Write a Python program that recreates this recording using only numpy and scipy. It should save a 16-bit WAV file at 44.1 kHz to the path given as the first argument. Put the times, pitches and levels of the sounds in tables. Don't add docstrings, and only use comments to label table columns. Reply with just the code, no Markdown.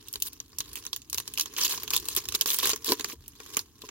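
import sys
import numpy as np
from scipy import signal
from scipy.fft import rfft, irfft, next_fast_len
from scipy.io import wavfile
from scipy.ndimage import uniform_filter1d

SR = 44100
rng = np.random.default_rng(int(sys.argv[2]) if len(sys.argv) > 2 else 0)


def persist_wave(psi):
    counts = np.round(np.clip(psi, -1, 1) * 32767).astype(np.int16)
    wavfile.write(sys.argv[1], SR, np.atleast_2d(counts).T)


N = 171990

LEAN_DB, LEFT_LAG_S = -1.5, .00007
EDGES_HZ = (2500, 7500)
SHELF_HZ, SHELF_DB, TOP_HZ = 15950, -24, 17100

SNAP_T60_S = (.03, .013, .010)
RISE_S, TAIL_DB, TAIL_T60_S = 0.0005, -14.5, .08
SIDE_SCATTER_DB = 2
SNAP_RING_DB, SNAP_CYCLES = -10, 30

# [t/s, middle level/dB, treble over middle/dB, low over middle/dB]
CREASE_SNAPS = [(0.0837, -34, 6.5, -47), (0.128, -42, 17, -35), (0.1378, -29, 4, -20),
                (0.1565, -27, 0, -16.5), (0.201, -40.5, 11, -33), (0.2221, -16.5, 4, -36),
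                (0.331, -36, 4.5, -39), (0.4014, -29.5, -5.5, -19.5), (0.53, -46, -46, -7.5),
                (0.5852, -24, 6, -29), (0.604, -20, -4, -17), (0.7311, -37.5, 10.5, -26),
                (0.7556, -23, 2.5, -26), (0.8518, -33, 5, -12.5), (0.8653, -25.5, -4, -19),
                (0.9305, -18, -7, -23.5), (0.9621, -24, 1, -23), (1.0182, -40, -3, -39),
                (1.0986, -33, 8, -39), (1.129, -22.5, 5.5, -19.5), (1.1447, -21, 2.5, -15.5),
                (1.1761, -25.5, 6, -20), (1.182, -20.5, 4.5, -18), (1.2002, -27, -0.5, -13),
                (1.277, -25, -1.5, -21.5), (1.3375, -29.5, 7, -34), (1.375, -20, -2, -26),
                (1.3825, -22.5, 2, -18.5), (1.3962, -14, 0, -21), (1.409, -12.5, 1, -33),
                (1.4576, -27, -4, -16), (1.5649, -24.5, -10, -19), (1.635, -27.5, 11, -33),
                (1.6486, -14, -3, -28), (1.654, -22, 5, -27), (1.66, -25, -1, -31),
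                (1.6785, -22.5, -1, -39), (1.7367, -41.5, 2, 5.5), (1.7759, -25, -24, -12),
                (1.8328, -31.5, 8.5, -6), (1.8777, -25, -5, -18), (1.9047, -15.5, -2.5, -25),
                (1.911, -27.5, 1, -7.5), (1.935, -16.5, 3, -27), (1.9641, -15.5, 6, -21.5),
                (1.9759, -16.5, -5, -31), (1.9995, -31, 7, -29), (2.055, -35, 9, -14),
                (2.0856, -20.5, 6, -20), (2.15, -31, 9.5, -15), (2.1639, -20, 11, -21.5),
                (2.2869, -20.5, 1, -22), (2.3227, -24, 1.5, -14.5), (2.349, -18.5, 3.5, -14),
                (2.4108, -13.5, 3.5, -22.5), (2.4189, -19.5, -18, -22), (2.4587, -18.5, 2.5, -12),
                (2.5026, -17, 2.5, -42), (2.5434, -22, 7, -15.5), (2.5865, -24, 11, -14.5),
                (2.6309, -22.5, 5.5, -4.5), (2.6552, -24, 13.5, -5), (2.6715, -21, 6, -11),
                (2.6936, -17.5, 2, -12), (2.7012, -17, 1, -17.5), (2.7325, -17, -7, -13.5),
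                (2.76, -26.5, 0.5, -14), (2.8448, -28, 5, -18.5), (2.9196, -13.5, -1, -5.5),
                (2.996, -26, 0, -7), (3.0084, -25.5, -3, -11), (3.0442, -17, -7, -13.5),
                (3.0985, -30, -22, -7.5), (3.28, -37.5, 9, -32), (3.4016, -37, -1, -1),
                (3.5687, -16, 2.5, -10), (3.5916, -19, -2, -21.5), (3.8184, -32.5, -4, -18),
                (3.889, -33, -18, -9)]


def snaps():
    s, db, high_db, low_db = np.transpose(CREASE_SNAPS)
    side_db = LEAN_DB + SIDE_SCATTER_DB * rng.standard_normal(len(s))
    left_right_db = np.outer([.5, -.5], side_db)
    at = np.round(s * SR).astype(int)
    out = 0
    for band, over_db, t60 in zip(film_bands(), (low_db, 0, high_db), SNAP_T60_S):
        power = np.zeros((2, N))
        power[:, at] = amp(db + over_db + left_right_db) ** 2
        out = out + band * bursts(power, t60, TAIL_DB)
    facets = sum(rings(s + RISE_S, amp(db + SNAP_RING_DB), SNAP_CYCLES) for facet in range(3))
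    return out + facets


TEAR_PER_S, TEAR_LOW_DB = 910, -11.5
TEAR_RAMP_S = 0.016
GRAINS_PER_S, GRAIN_DB, GRAIN_CYCLES = 1800, -5, 9

# [t/s, length/s, first level/dB, last level/dB, treble over it/dB]
FILM_PULLS = [(0.247, 0.036, -49, -39.5, 8.5), (0.769, 0.04, -43.5, -53, 4.5), (1.387, 0.029, -38, -54, -8),
              (1.576, 0.1, -28.5, -32, 0), (1.697, 0.082, -27, -44.5, 1.5), (1.927, 0.037, -32.5, -29, -2),
              (2.074, 0.064, -48, -40.5, 1.5), (2.174, 0.027, -21.5, -44, -1),
              (2.347, 0.01, -26, -21.5, -4), (2.469, 0.053, -31.5, -32, 4.5), (2.527, 0.048, -34.5, -38, 7),
              (2.588, 0.031, -29, -38, -1.5), (2.626, 0.099, -28.5, -32.5, -1.5),
              (2.856, 0.026, -33, -36, 4), (2.888, 0.055, -27, -37.5, 3), (3.08, 0.06, -44, -46, 2)]


def tearing():
    t, gain, treble = np.arange(N) / SR, np.zeros(N), np.zeros(N)
    for s, length, first_db, last_db, over_db in FILM_PULLS:
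        to_nearest_end = np.minimum(t - s, s + length - t)
        fade = np.clip(to_nearest_end / TEAR_RAMP_S + .5, 0, 1)
        pull = amp(np.interp(t, [s, s + length], [first_db, last_db])) * fade
        gain = gain + pull
        treble = treble + pull * amp(over_db)
    low, mid, high = film_bands()
    grain = crackle(TEAR_PER_S, spread_db=3.5, smooth=.6, t60=.007)
    when, size = rng.random((int(GRAINS_PER_S * N / SR), 2)).T
    tick_gain = np.log(1 - size) ** 2
    ticks = unit(rings(when * N / SR, tick_gain, GRAIN_CYCLES))
    rip = grain * (gain * (amp(TEAR_LOW_DB) * low + mid) + treble * high)
    return rip + gain * amp(GRAIN_DB) * ticks


CREASE_PER_S, CREASE_LOW_DB, CREASE_HIGH_DB = 170, -9, -2
RUB_DB, RUB_FOLLOWS = -62.5, 1

# [t/s, level/dB]
CREASE_LEVEL = [(0, -57.5), (.3, -57), (.48, -65.5), (.7, -50.5), (.98, -59.5), (1.05, -65), (1.25, -52.5),
                (1.8, -45.5), (2.25, -47.5), (2.75, -50.5), (2.81, -53), (3.1, -44.5), (3.17, -67),
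                (3.551, -47.5), (3.723, -68), (3.85, -53.5)]


def creases():
    s, db = np.transpose(CREASE_LEVEL)
    level_db = np.interp(np.arange(N) / SR, s, db)
    low, mid, high = film_bands()
    grain = crackle(CREASE_PER_S, spread_db=4, smooth=.7, t60=.015)
    colour = amp(CREASE_LOW_DB) * low + mid + amp(CREASE_HIGH_DB) * high
    rub_db = RUB_DB + RUB_FOLLOWS * (level_db - level_db.mean())
    rub = amp(rub_db) * noise(FILM_COLOUR, 180, 480)
    return amp(level_db) * grain * colour + rub


# [t/s, level/dB]
CARD_KNOCKS = [(0.154, -42), (2.173, -29.5), (2.345, -34), (2.64, -31), (2.681, -33), (2.732, -26.5),
               (2.882, -23.5), (2.895, -21), (2.904, -20), (2.9196, -12), (2.999, -30), (3.131, -32),
               (3.57, -34.5), (3.837, -31)]
# [f/Hz, level/dB, t60/s]
CARD_MODES = [(282.5, -6.5, 0.054), (359, -2.5, .04), (419, -5, 0.067), (549, -14.5, 0.043),
              (1030, -10, 0.051), (1574, -21, 0.027)]


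def thumps():
    out, t = np.zeros(N + SR), np.arange(SR // 8) / SR
    onset = 1 - np.exp(-t / 0.0025)
    for s, db in CARD_KNOCKS:
        ring = 0
        for hz, level_db, t60 in CARD_MODES:
            decay = amp(level_db + rng.normal(0, 2.1) - 60 * t / t60)
            ring = ring + decay * np.sin(2 * np.pi * hz * (1 + rng.normal(0, 0.037)) * t)
        out[round(s * SR):][:len(t)] += amp(db) * ring * onset
    return out[:N]


# [t/s, length/s, peak level/dB]
WRIST_BUMPS = [(0.158, 0.026, -50), (0.576, 0.19, -57.5), (1.134, 0.059, -50), (1.875, 0.18, -55),
               (2.14, 0.069, -56), (2.28, 0.061, -50), (3.172, 0.065, -56.5)]


def bumps():
    t = np.arange(N) / SR
    swell = 0
    for s, length, db in WRIST_BUMPS:
        phase = np.clip((t - s) / (2 * length) + 0.24, 0, 1)
        swell = swell + amp(db) * np.sin(np.pi * phase)
    return swell * noise(ROOM_COLOUR, 0, 150)


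ROOM_DB = -59
# [f/Hz, relative level/dB per Hz]
ROOM_COLOUR = [(25, -25), (40, -0.5), (60, 2.5), (114, -0.5), (185, -12), (300, -1), (430, -28.5),
               (1050, -24), (2100, -35), (3000, -28), (16000, -29)]


def room():
    return amp(ROOM_DB) * noise(ROOM_COLOUR)


# [f/Hz, relative level/dB per Hz]
FILM_COLOUR = [(150, -16.5), (430, -3.5), (660, -20), (1075, 1), (1310, -9.5), (1650, -5.5), (2170, -8),
               (2910, -4), (6870, -0.5), (8000, -12), (12000, -8), (15800, -10)]


def film_bands():
    low, high = EDGES_HZ
    return noise(FILM_COLOUR, 0, low), patchy(noise(FILM_COLOUR, low, high)), patchy(noise(FILM_COLOUR, high))


RING_HZ, RING_SPREAD = 4500, .55


def rings(s, gain, cycles):
    pitch, turn = rng.standard_normal((len(s), 2)).T[:, :, None]
    hz = np.clip(RING_HZ * np.exp(RING_SPREAD * pitch), EDGES_HZ[0], SHELF_HZ)
    k = np.arange(256)
    cycle = hz * k / SR
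    at = (np.round(s * SR).astype(int)[:, None] + k).ravel()
    decay = amp(along(FILM_COLOUR, hz) - 60 * cycle / cycles)
    size = gain[:, None] * decay * (1 - np.exp(-cycle))

    def channel(side):
        wave = np.sin(2 * np.pi * (cycle - side * hz * LEFT_LAG_S / 2) + side * turn / 2)
        return np.bincount(at, (size * wave).ravel(), N + len(k))[:N]

    return np.array([channel(side) for side in (1, -1)])


def bursts(power, t60, tail_db):
    t = np.arange(SR // 8) / SR
    fall = amp(-60 * t / t60) + amp(tail_db - 60 * t / TAIL_T60_S)
    shape = fall * (1 - np.exp(-t / RISE_S))
    summed = signal.fftconvolve(np.atleast_2d(power), shape[None] ** 2, axes=1)[:, :N]
    return np.sqrt(np.abs(summed))


def crackle(per_s, spread_db, smooth, t60):
    when, size = rng.random((2, N))
    power = (when < per_s / SR) * amp(-2 * spread_db * np.log(np.maximum(size, .02)))
    return unit(unit(bursts(power, t60, tail_db=-20)) + smooth)


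PATCH_DB = 4


def patchy(x):
    z = signal.stft(x, nperseg=128)[2]
    field = rng.standard_normal(z.shape[1:])
    field = uniform_filter1d(field, size=3, axis=0)
    field = uniform_filter1d(field, size=8, axis=1)
    return unit(signal.istft(z * amp(PATCH_DB * unit(field)), nperseg=128)[1][:, :N])


# [f/Hz, correlation]
STEREO_LIKENESS = [(400, 0.92), (680, 0.12), (1100, 1), (2500, 0.15), (6000, 0.4), (14000, 0.13)]


def noise(spectrum, lo=0, hi=SR):
    def mid_side(hz):
        turn = np.arccos(np.clip(along(STEREO_LIKENESS, hz), -1, 1)) / 2
        gain = amp(along(spectrum, hz)) * (hz >= lo) * (hz < hi)
        return gain * np.array([np.cos(turn), np.sin(turn)])

    def lag(hz):
        return np.exp(-1j * np.pi * hz * LEFT_LAG_S * np.array([[1], [-1]]))

    mid, side = filtered(rng.standard_normal((2, N)), mid_side)
    return unit(filtered(np.array([mid + side, mid - side]), lag))


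def filtered(x, response):
    m = next_fast_len(N + SR // 4)
    return irfft(rfft(x, m) * response(np.fft.rfftfreq(m, 1 / SR)), m)[..., :N]


def along(points, hz):
    f, v = np.transpose(points)
    return np.interp(np.log(hz + 1), np.log(f + 1), v)


def amp(db):
    return 10 ** (np.asarray(db) / 20)


def unit(x):
    return x / np.sqrt(np.mean(x ** 2) + 1e-20)


def scene():
    lean = amp(LEAN_DB * np.array([[.5], [-.5]]))
    return snaps() + lean * (tearing() + creases()) + thumps() + bumps() + room()


def record(dry):
    return filtered(dry, lambda hz: np.where(hz < SHELF_HZ, 1, amp(SHELF_DB)) * (hz < TOP_HZ))


dry = scene()
out = record(dry)
persist_wave(out)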